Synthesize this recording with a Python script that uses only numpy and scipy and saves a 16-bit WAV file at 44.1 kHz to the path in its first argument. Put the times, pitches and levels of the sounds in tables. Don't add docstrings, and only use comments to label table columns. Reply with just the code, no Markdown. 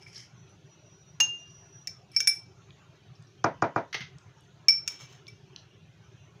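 import sys
import numpy as np
from scipy import signal
from scipy.io import wavfile
from scipy.ndimage import uniform_filter1d

SR = 44100
rng = np.random.default_rng(int(sys.argv[2]) if len(sys.argv) > 2 else 0)


def convert_level_to_amplitude(level_db):
    exponent = np.asarray(level_db, float) / 20
    return 10 ** exponent


def file_out(sig):
    cols = np.atleast_2d(sig).T
    lim = np.clip(cols, -1, 1)
    pcm = np.round(lim * 32767).astype(np.int16)
    wavfile.write(sys.argv[1], SR, pcm)


N = 282240

# (frequency [Hz], level [dB])
HUM_COLOUR = [(18, -48.5), (30, -29.5), (70, -43), (92, 2), (156, 10.5), (231, -48), (271, -3), (367, -20),
              (392, -1), (424, -18.5), (700, -16), (910, -25), (1540, -120)]
# (frequency [Hz], level [dB])
HISS_COLOUR = [(410, -41), (700, -23.5), (993, -11.5), (1090, -9.5), (1190, -12), (1320, -9.5), (2050, -15),
               (2690, -10.5), (3070, -11.5), (3580, -15), (5020, -21), (6340, -16), (7900, -35),
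               (15500, -42)]
# (time [s], length [s], pitch [Hz], level [dB], throbs [1/s])
WHINES = [
    (.34, .23, 5925, -66, 6.5),
    (.64, .16, 5842, -63, 13.5),
    (.775, .42, 5820, -62, 13.5),
    (1.35, .55, 5820, -55, 5.5),
]
# (delay [s], level [dB])
WALL_ECHOES = [(.0040, -7), (.0072, -13), (.0115, -19)]
# (frequency [Hz], t60 [s])
KITCHEN_T60 = [(200, .28), (1000, .28), (3000, .28), (6000, .26), (12000, .17)]
# (frequency [Hz], level [dB])
MICROPHONE = [(20, -12), (60, -3), (100, 0), (15500, 0), (15900, -18), (17000, -24)]

# (time [s], level [dB], pitch [Hz])
PINGS = [(.062, -43, 2300), (0.157, -36, 5450), (0.171, -53, 5450), (0.224, -54, 2000), (.490, -70, 10300),
         (3.152, -54.5, 5440), (3.268, -57.5, 5670), (4.362, -57.5, 896)]
# (time [s], level [dB], pitch [Hz])
SNAPS = [(2.706, -42, 3100), (3.224, -52, 6000), (4.184, -46, 5300), (4.408, -56, 8300), (4.921, -52, 9400),
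         (5.268, -39, 4000), (5.561, -31.5, 4170)]
# (time [s], level [dB], pitch [Hz], t60 [s])
THUDS = [
    (1.2, -31, 974, .05),
    (1.202, -44.5, 359, .05),
    (2.204, -49, 420, .1),
    (3.945, -32, 600, .04),
    (4.001, -39, 141, .2),
]
# (time [s], level [dB], chatter loss per contact [dB], t60 [s])
LANDINGS = [
    (3.9275, -30, 16, 0.09),
    (3.943, -22.5, 7.5, 0.069),
    (3.993, -46, 6.5, .04),
    (4.006, -34.5, 2, 0.068),
]
# (frequency [Hz], width [Hz], level [dB], t60 [s])
SPOON_MODES = [(2082, 140, -2, 0.068), (3150, 430, -11, 0.12), (10300, 120, -35, 0.082),
               (10200, 19000, -25, 0.017), (15300, 800, -31, .03)]
# (time [s], length [s], pressure [dB], ring of the bowl [dB])
STROKES = [
    [(0, .055, -60, 3), (.055, .07, -59, 3), (.115, .155, -50, -12), (2.125, .06, -58, 6)],
    [(4.855, .13, -54, -2), (4.985, .085, -51, -1), (5.07, .13, -59, -8)],
]
# (frequency [Hz], level [dB])
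STROKE_COLOURS = [
    [(710, -59), (1200, -42), (1320, -47), (1620, -5), (2310, -3), (2620, -14), (3180, -1.5), (3650, -20),
     (5490, 5), (8070, -20), (8790, -18.5), (12100, -28), (15500, -51)],
    [(1470, -10.5), (2500, -10.5), (2850, -7), (4200, -11), (5530, -25.5), (6150, -3), (6740, -9),
     (7920, -24), (10400, -48), (11700, -36), (15500, -28.5)],
]

# (time [s], blow [dB], tick [dB])
KNOCKS = [
    (3.441, -6, -18),
    (3.621, -6.5, -24),
    (3.759, -9, -32.5),
]
# (frequency [Hz], level [dB], t60 [s])
BOARD_MODES = [(119, 9, 0.1), (146, -7, 0.28), (318, 16, 0.05), (395, -15, 0.22), (530, 9, 0.083),
               (740, 4.5, 0.06), (956, -2, 0.27), (903, -23, .1), (1154, 0, .12), (1160, -46, .12),
               (1400, -27.5, .1), (1550, -20.5, 0.15), (1960, -17, 0.36), (2385, -1, .09)]
# (delay [s], level [dB])
TABLE_ECHOES = [(.0026, -4), (.0041, -12), (.0049, -12), (.0069, -12), (.0090, -13), (.0113, -11),
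                (.0184, -16)]
# (frequency [Hz], level [dB])
RATTLE_COLOUR = [(50, -36), (90, -16), (150, -1), (320, -1.5), (700, 4), (900, 1), (1400, -4), (2300, -15),
                 (3000, -28), (6000, -32), (8000, -55), (12000, -90)]

# (time [s], blow [dB], crack [dB], damping factor [1])
CUP_HITS = [
    (1.2017, -18.5, 7, 0.82),
    (1.2078, -25.5, 13, 1.2),
]
# (frequency [Hz], level [dB], t60 [s])
CUP_MODES = [(2804, -3, .40), (2811, -5.5, .30), (6446, -6, .24), (6451, -9, .19), (3628, -30, .1),
             (5690, -24, .06), (6180, -28, .1), (7289, -26, .1), (11140, -33, .09), (13820, -24, .03)]
# (time [s], blow [dB], low modes [dB], high modes [dB], crack [dB])
BOWL_HITS = [
    [(2.1634, -15.5, -17.5, -24.5, -9.5), (4.6838, -10.5, -14, -28, -1.5), (4.8764, -32.5, -13, -15, 17)],
    [(2.203, -25.5, -14.5, -16.5, 11.5), (2.2727, -15.5, -17, -8, 8.5)],
    [(1.872, -29, -23, -25, 2.5), (2.116, -54, -15, -6, -3), (5.2795, -44, -8.5, -17.5, 3.5)],
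]
# (lean to the modes of positive side [dB], damping factor [1])
BOWL_SPOTS = [(12, 1.25), (-6, 1.15), (-1.5, 2.2)]
BOWL_HZ = [2309, 2332, 4570, 5150, 5278, 5335, 5378, 5420, 5480, 5776, 8050, 10290, 10545, 13350]
# (level [dB], t60 [s], side: half of it times the spot's lean is added to the level [1])
BOWL_MODES = [(6, .22, -1), (-6, .1, 1), (-22, .1, .1), (-17, .1, .1), (-15, .07, -1), (-9, .13, 1.1),
              (-4, .18, -1.8), (-4, .13, 1.1), (-5, .035, .4), (-18, .08, .1), (-2, .12, .7),
              (-5, .08, -.4), (-3, .11, -.6), (-8, .06, .1)]
# (delay [s], level [dB])
REBOUND = [(.0039, -4)]
# (frequency [Hz], level [dB])
CRACK_COLOUR = [(800, -50), (1400, -15), (2300, -9), (4100, -14), (5500, 0), (6800, -6), (7800, -22),
                (9500, -28), (10500, -24), (11700, -36), (13400, -25), (15500, -25)]


def evened(x):
    return x / np.sqrt(np.mean(x ** 2) + 1e-20)


def read(points, hz):
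    f, value = np.transpose(points)
    return np.interp(np.log(hz + 1), np.log(f + 1), value)


def add(mix, s, sound):
    part = mix[round(s * SR):][:len(sound)]
    part += sound[:len(part)]


def coloured(x, points):
    hz = abs(np.fft.fftfreq(4096, 1 / SR))
    log_gain = np.log(convert_level_to_amplitude(np.maximum(read(points, hz), -100)))
    taps = np.fft.ifft(np.exp(signal.hilbert(log_gain).conj())).real[:2048]
    return signal.oaconvolve(x, taps)[:len(x)]


def resonate(x, hz, width_hz):
    turn = np.exp(2j * np.pi * np.cumsum(hz * np.ones(len(x))) / SR)
    r = np.exp(-np.pi * width_hz / SR)
    return 2 * (turn * signal.lfilter([1 - r], [1, -r], x / turn)).real


def ring(modes, damping, seconds=1.0, rise=0.0006):
    t = np.arange(round(seconds * SR)) / SR
    sines = sum(convert_level_to_amplitude(db - 60 * t * damping / t60) * np.sin(2 * np.pi * hz * t) for hz, db, t60 in modes)
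    return sines * (1 - np.exp(-(t / rise) ** 2))


def bowl_modes(low_db, high_db, lean_db=0.):
    modes = []
    for hz, (db, t60, side) in zip(BOWL_HZ, BOWL_MODES):
        db = db + .5 * side * lean_db + low_db * (hz < 3e3) + high_db * (hz > 7e3)
        modes.append((hz, db, t60))
    return modes


def crack(db, t60=0.011, dull_db=0.):
    t = np.arange(SR // 10) / SR
    colour = [(hz, d + dull_db * (hz > 7500)) for hz, d in CRACK_COLOUR]
    envelope = convert_level_to_amplitude(-60 * t / t60) * np.minimum(t / 0.0013, 1)
    burst = coloured(rng.standard_normal(len(t)) * envelope, colour)
    return convert_level_to_amplitude(db) * burst / abs(burst).max()


def touch(db, hz, width_hz, t60):
    t = np.arange(SR // 4) / SR
    top = hz + width_hz / 2
    bottom = hz * hz / top
    band = [(20, -90), (bottom * .6, -30), (bottom, -8), (hz, 0), (top, -8), (top * 1.15, -40), (top * 2, -70)]
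    envelope = convert_level_to_amplitude(-60 * t / t60) * np.minimum(t / .0005, 1)
    burst = coloured(rng.standard_normal(len(t)) * envelope, band)
    return convert_level_to_amplitude(db) * burst / abs(burst).max()


def echoes(x, table):
    out = x.copy()
    for delay, db in table:
        add(out, delay, convert_level_to_amplitude(db) * x)
    return out


def tail(t60_factor):
    hz, t, z = signal.stft(rng.standard_normal(SR), SR, nperseg=128)
    decay = convert_level_to_amplitude(-60 * t / (t60_factor * read(KITCHEN_T60, hz)[:, None]))
    taps = signal.istft(z * decay, SR, nperseg=128)[1]
    taps *= np.minimum(np.arange(len(taps)) / (0.021 * SR), 1)
    return taps / np.linalg.norm(taps)


def room_floor():
    hz = np.fft.rfftfreq(1024, 1 / SR)
    a, b, blips, patches = rng.standard_normal((N // 256 + 5, 513, 4)).T
    blips = evened(uniform_filter1d(uniform_filter1d(blips, size=2, axis=0), size=8, axis=1))
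    patches = evened(uniform_filter1d(uniform_filter1d(patches, size=24, axis=0), size=40, axis=1))
    treated = np.clip((7600 - hz[:, None]) / 600, .15, 1)
    out = np.zeros(N)
    for colour, db, blip_db, patchy_db in [(HUM_COLOUR, -56, 3.5, .6), (HISS_COLOUR, -65.5, 4.5, 2.2)]:
        field_db = read(colour, hz)[:, None] + treated * (blip_db * blips + patchy_db * patches)
        noise = signal.istft((a + 1j * b) * convert_level_to_amplitude(field_db), nperseg=1024, noverlap=768)[1][:N]
        out += convert_level_to_amplitude(db) * evened(noise)
    return out


def whine():
    throb_depth, sag_hz_per_s, swell_s = .5, -15, .06
    out, t = np.zeros(N), np.arange(SR) / SR
    for s, length, start_hz, db, throbs in WHINES:
        hz = start_hz + sag_hz_per_s * t
        throb = 1 + throb_depth * np.sin(2 * np.pi * throbs * t)
        tone = np.sqrt(2) * np.sin(2 * np.pi * np.cumsum(hz) / SR) * throb
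        fuzz = evened(resonate(rng.standard_normal(len(t)), hz, 33))
        swell = np.clip(np.minimum(t, length - t) / swell_s, 0, 1)
        add(out, s, convert_level_to_amplitude(db) * (0.65 * tone + 0.3 * fuzz) * swell)
    return out


def crumbs_and_tray():
    out = np.zeros(N)
    for s, db, hz in PINGS:
        add(out, s, touch(db, hz, width_hz=150, t60=.08))
    for s, db, hz in SNAPS:
        add(out, s, touch(db, hz, width_hz=1.1 * hz, t60=.011))
    for s, db, hz, t60 in THUDS:
        add(out, s, touch(db, hz, 1.5 * hz, t60))
    return out


def spoon_laid_down():
    chatter_s, slowing = .0045, 1.3
    out = np.zeros(N)
    for s, db, loss_db, t60 in LANDINGS:
        for hz, width_hz, mode_db, mode_t60 in SPOON_MODES:
            add(out, s, touch(db + mode_db, hz, width_hz, mode_t60))
        for k in range(6):
            late = chatter_s * (slowing ** k - 1) / (slowing - 1)
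            add(out, s + late, touch(db - k * loss_db, 2600, 7500, t60))
    return out


def strokes():
    peak_share, roundness = .4, .7
    out = np.zeros(N)
    bowl = ring(bowl_modes(-8, -16), 1.8, seconds=.2)
    bowl = bowl / np.linalg.norm(bowl)
    for rows, colour in zip(STROKES, STROKE_COLOURS):
        for s, length, pressure_db, ring_db in rows:
            u = np.arange(SR // 4) / SR / length
            pressure = convert_level_to_amplitude(pressure_db) * np.interp(u, [0, peak_share, 1], [0, 1, 0]) ** roundness
            sizes = convert_level_to_amplitude(2.5 * np.minimum(rng.exponential(1, len(u) // 90 + 1), 4))
            sizes = sizes.repeat(90)[:len(u)]
            grains = evened(rng.standard_normal(len(u)) * sizes)
            add(out, s, pressure * evened(coloured(grains, colour)))
            add(out, s, signal.oaconvolve(grains * pressure * convert_level_to_amplitude(ring_db), bowl))
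    return out


def knocks():
    blows, ticks = np.zeros(N), np.zeros(N)
    for s, db, tick_db in KNOCKS:
        blows[round((s + .0020) * SR)] = convert_level_to_amplitude(db)
        add(ticks, s, crack(db + tick_db, t60=0.002, dull_db=-9.5))
        add(ticks, s + .0026, crack(db + tick_db + 1, t60=.02, dull_db=-16))
    u = np.arange(500) / SR - .0014
    pulse = np.exp(-np.where(u < 0, (u / .0005) ** 2, (u / .0006) ** 2))
    thump = np.cos(2 * np.pi * 1100 * u - 1.1) * pulse
    direct = echoes(signal.oaconvolve(blows, thump)[:N], TABLE_ECHOES)
    board = signal.oaconvolve(blows, ring(BOARD_MODES, 0.97, seconds=0.57, rise=0.0022))[:N]
    rattle = coloured(tail(0.68), RATTLE_COLOUR)
    rattle = signal.oaconvolve(blows, rattle / abs(rattle).max())[:N]
    return convert_level_to_amplitude(-1.0) * direct + convert_level_to_amplitude(-27) * board + convert_level_to_amplitude(-12.5) * rattle + ticks


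def glass():
    rings, cracks = np.zeros(N), np.zeros(N)
    for s, db, crack_db, damping in CUP_HITS:
        add(rings, s, convert_level_to_amplitude(db) * ring(CUP_MODES, damping, rise=.002))
        add(cracks, s, crack(db + crack_db))
    for hits, (lean_db, damping) in zip(BOWL_HITS, BOWL_SPOTS):
        for s, db, low_db, high_db, crack_db in hits:
            held = 1.55 if 2.15 < s < 2.25 else 1
            struck = ring(bowl_modes(low_db, high_db, lean_db), damping * held)
            add(rings, s, convert_level_to_amplitude(db - 2) * echoes(struck, REBOUND))
            add(cracks, s, crack(db + crack_db))
    return rings, cracks


def scene():
    background = room_floor() + whine()
    small = crumbs_and_tray() + spoon_laid_down() + strokes()
    rings, cracks = glass()
    sent = convert_level_to_amplitude(-11) * rings + convert_level_to_amplitude(-13) * cracks + convert_level_to_amplitude(-9) * small
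    wet = signal.oaconvolve(sent, tail(1))[:N]
    return (background + small + knocks() + rings + echoes(cracks, WALL_ECHOES) + wet)[None]


def roll_off(x):
    return signal.sosfilt(signal.butter(12, 17150, fs=SR, output="sos"), x)


def record(dry):
    knee, ceiling = .4, .66
    room = ceiling - knee
    over = np.maximum(abs(dry[0]) - knee, 0)
    squeezed = dry[0] - np.sign(dry[0]) * (over - room * np.tanh(over / room))
    finished = coloured(squeezed, MICROPHONE)[None]
    return roll_off(finished)


dry = scene()
out = record(dry)
file_out(out)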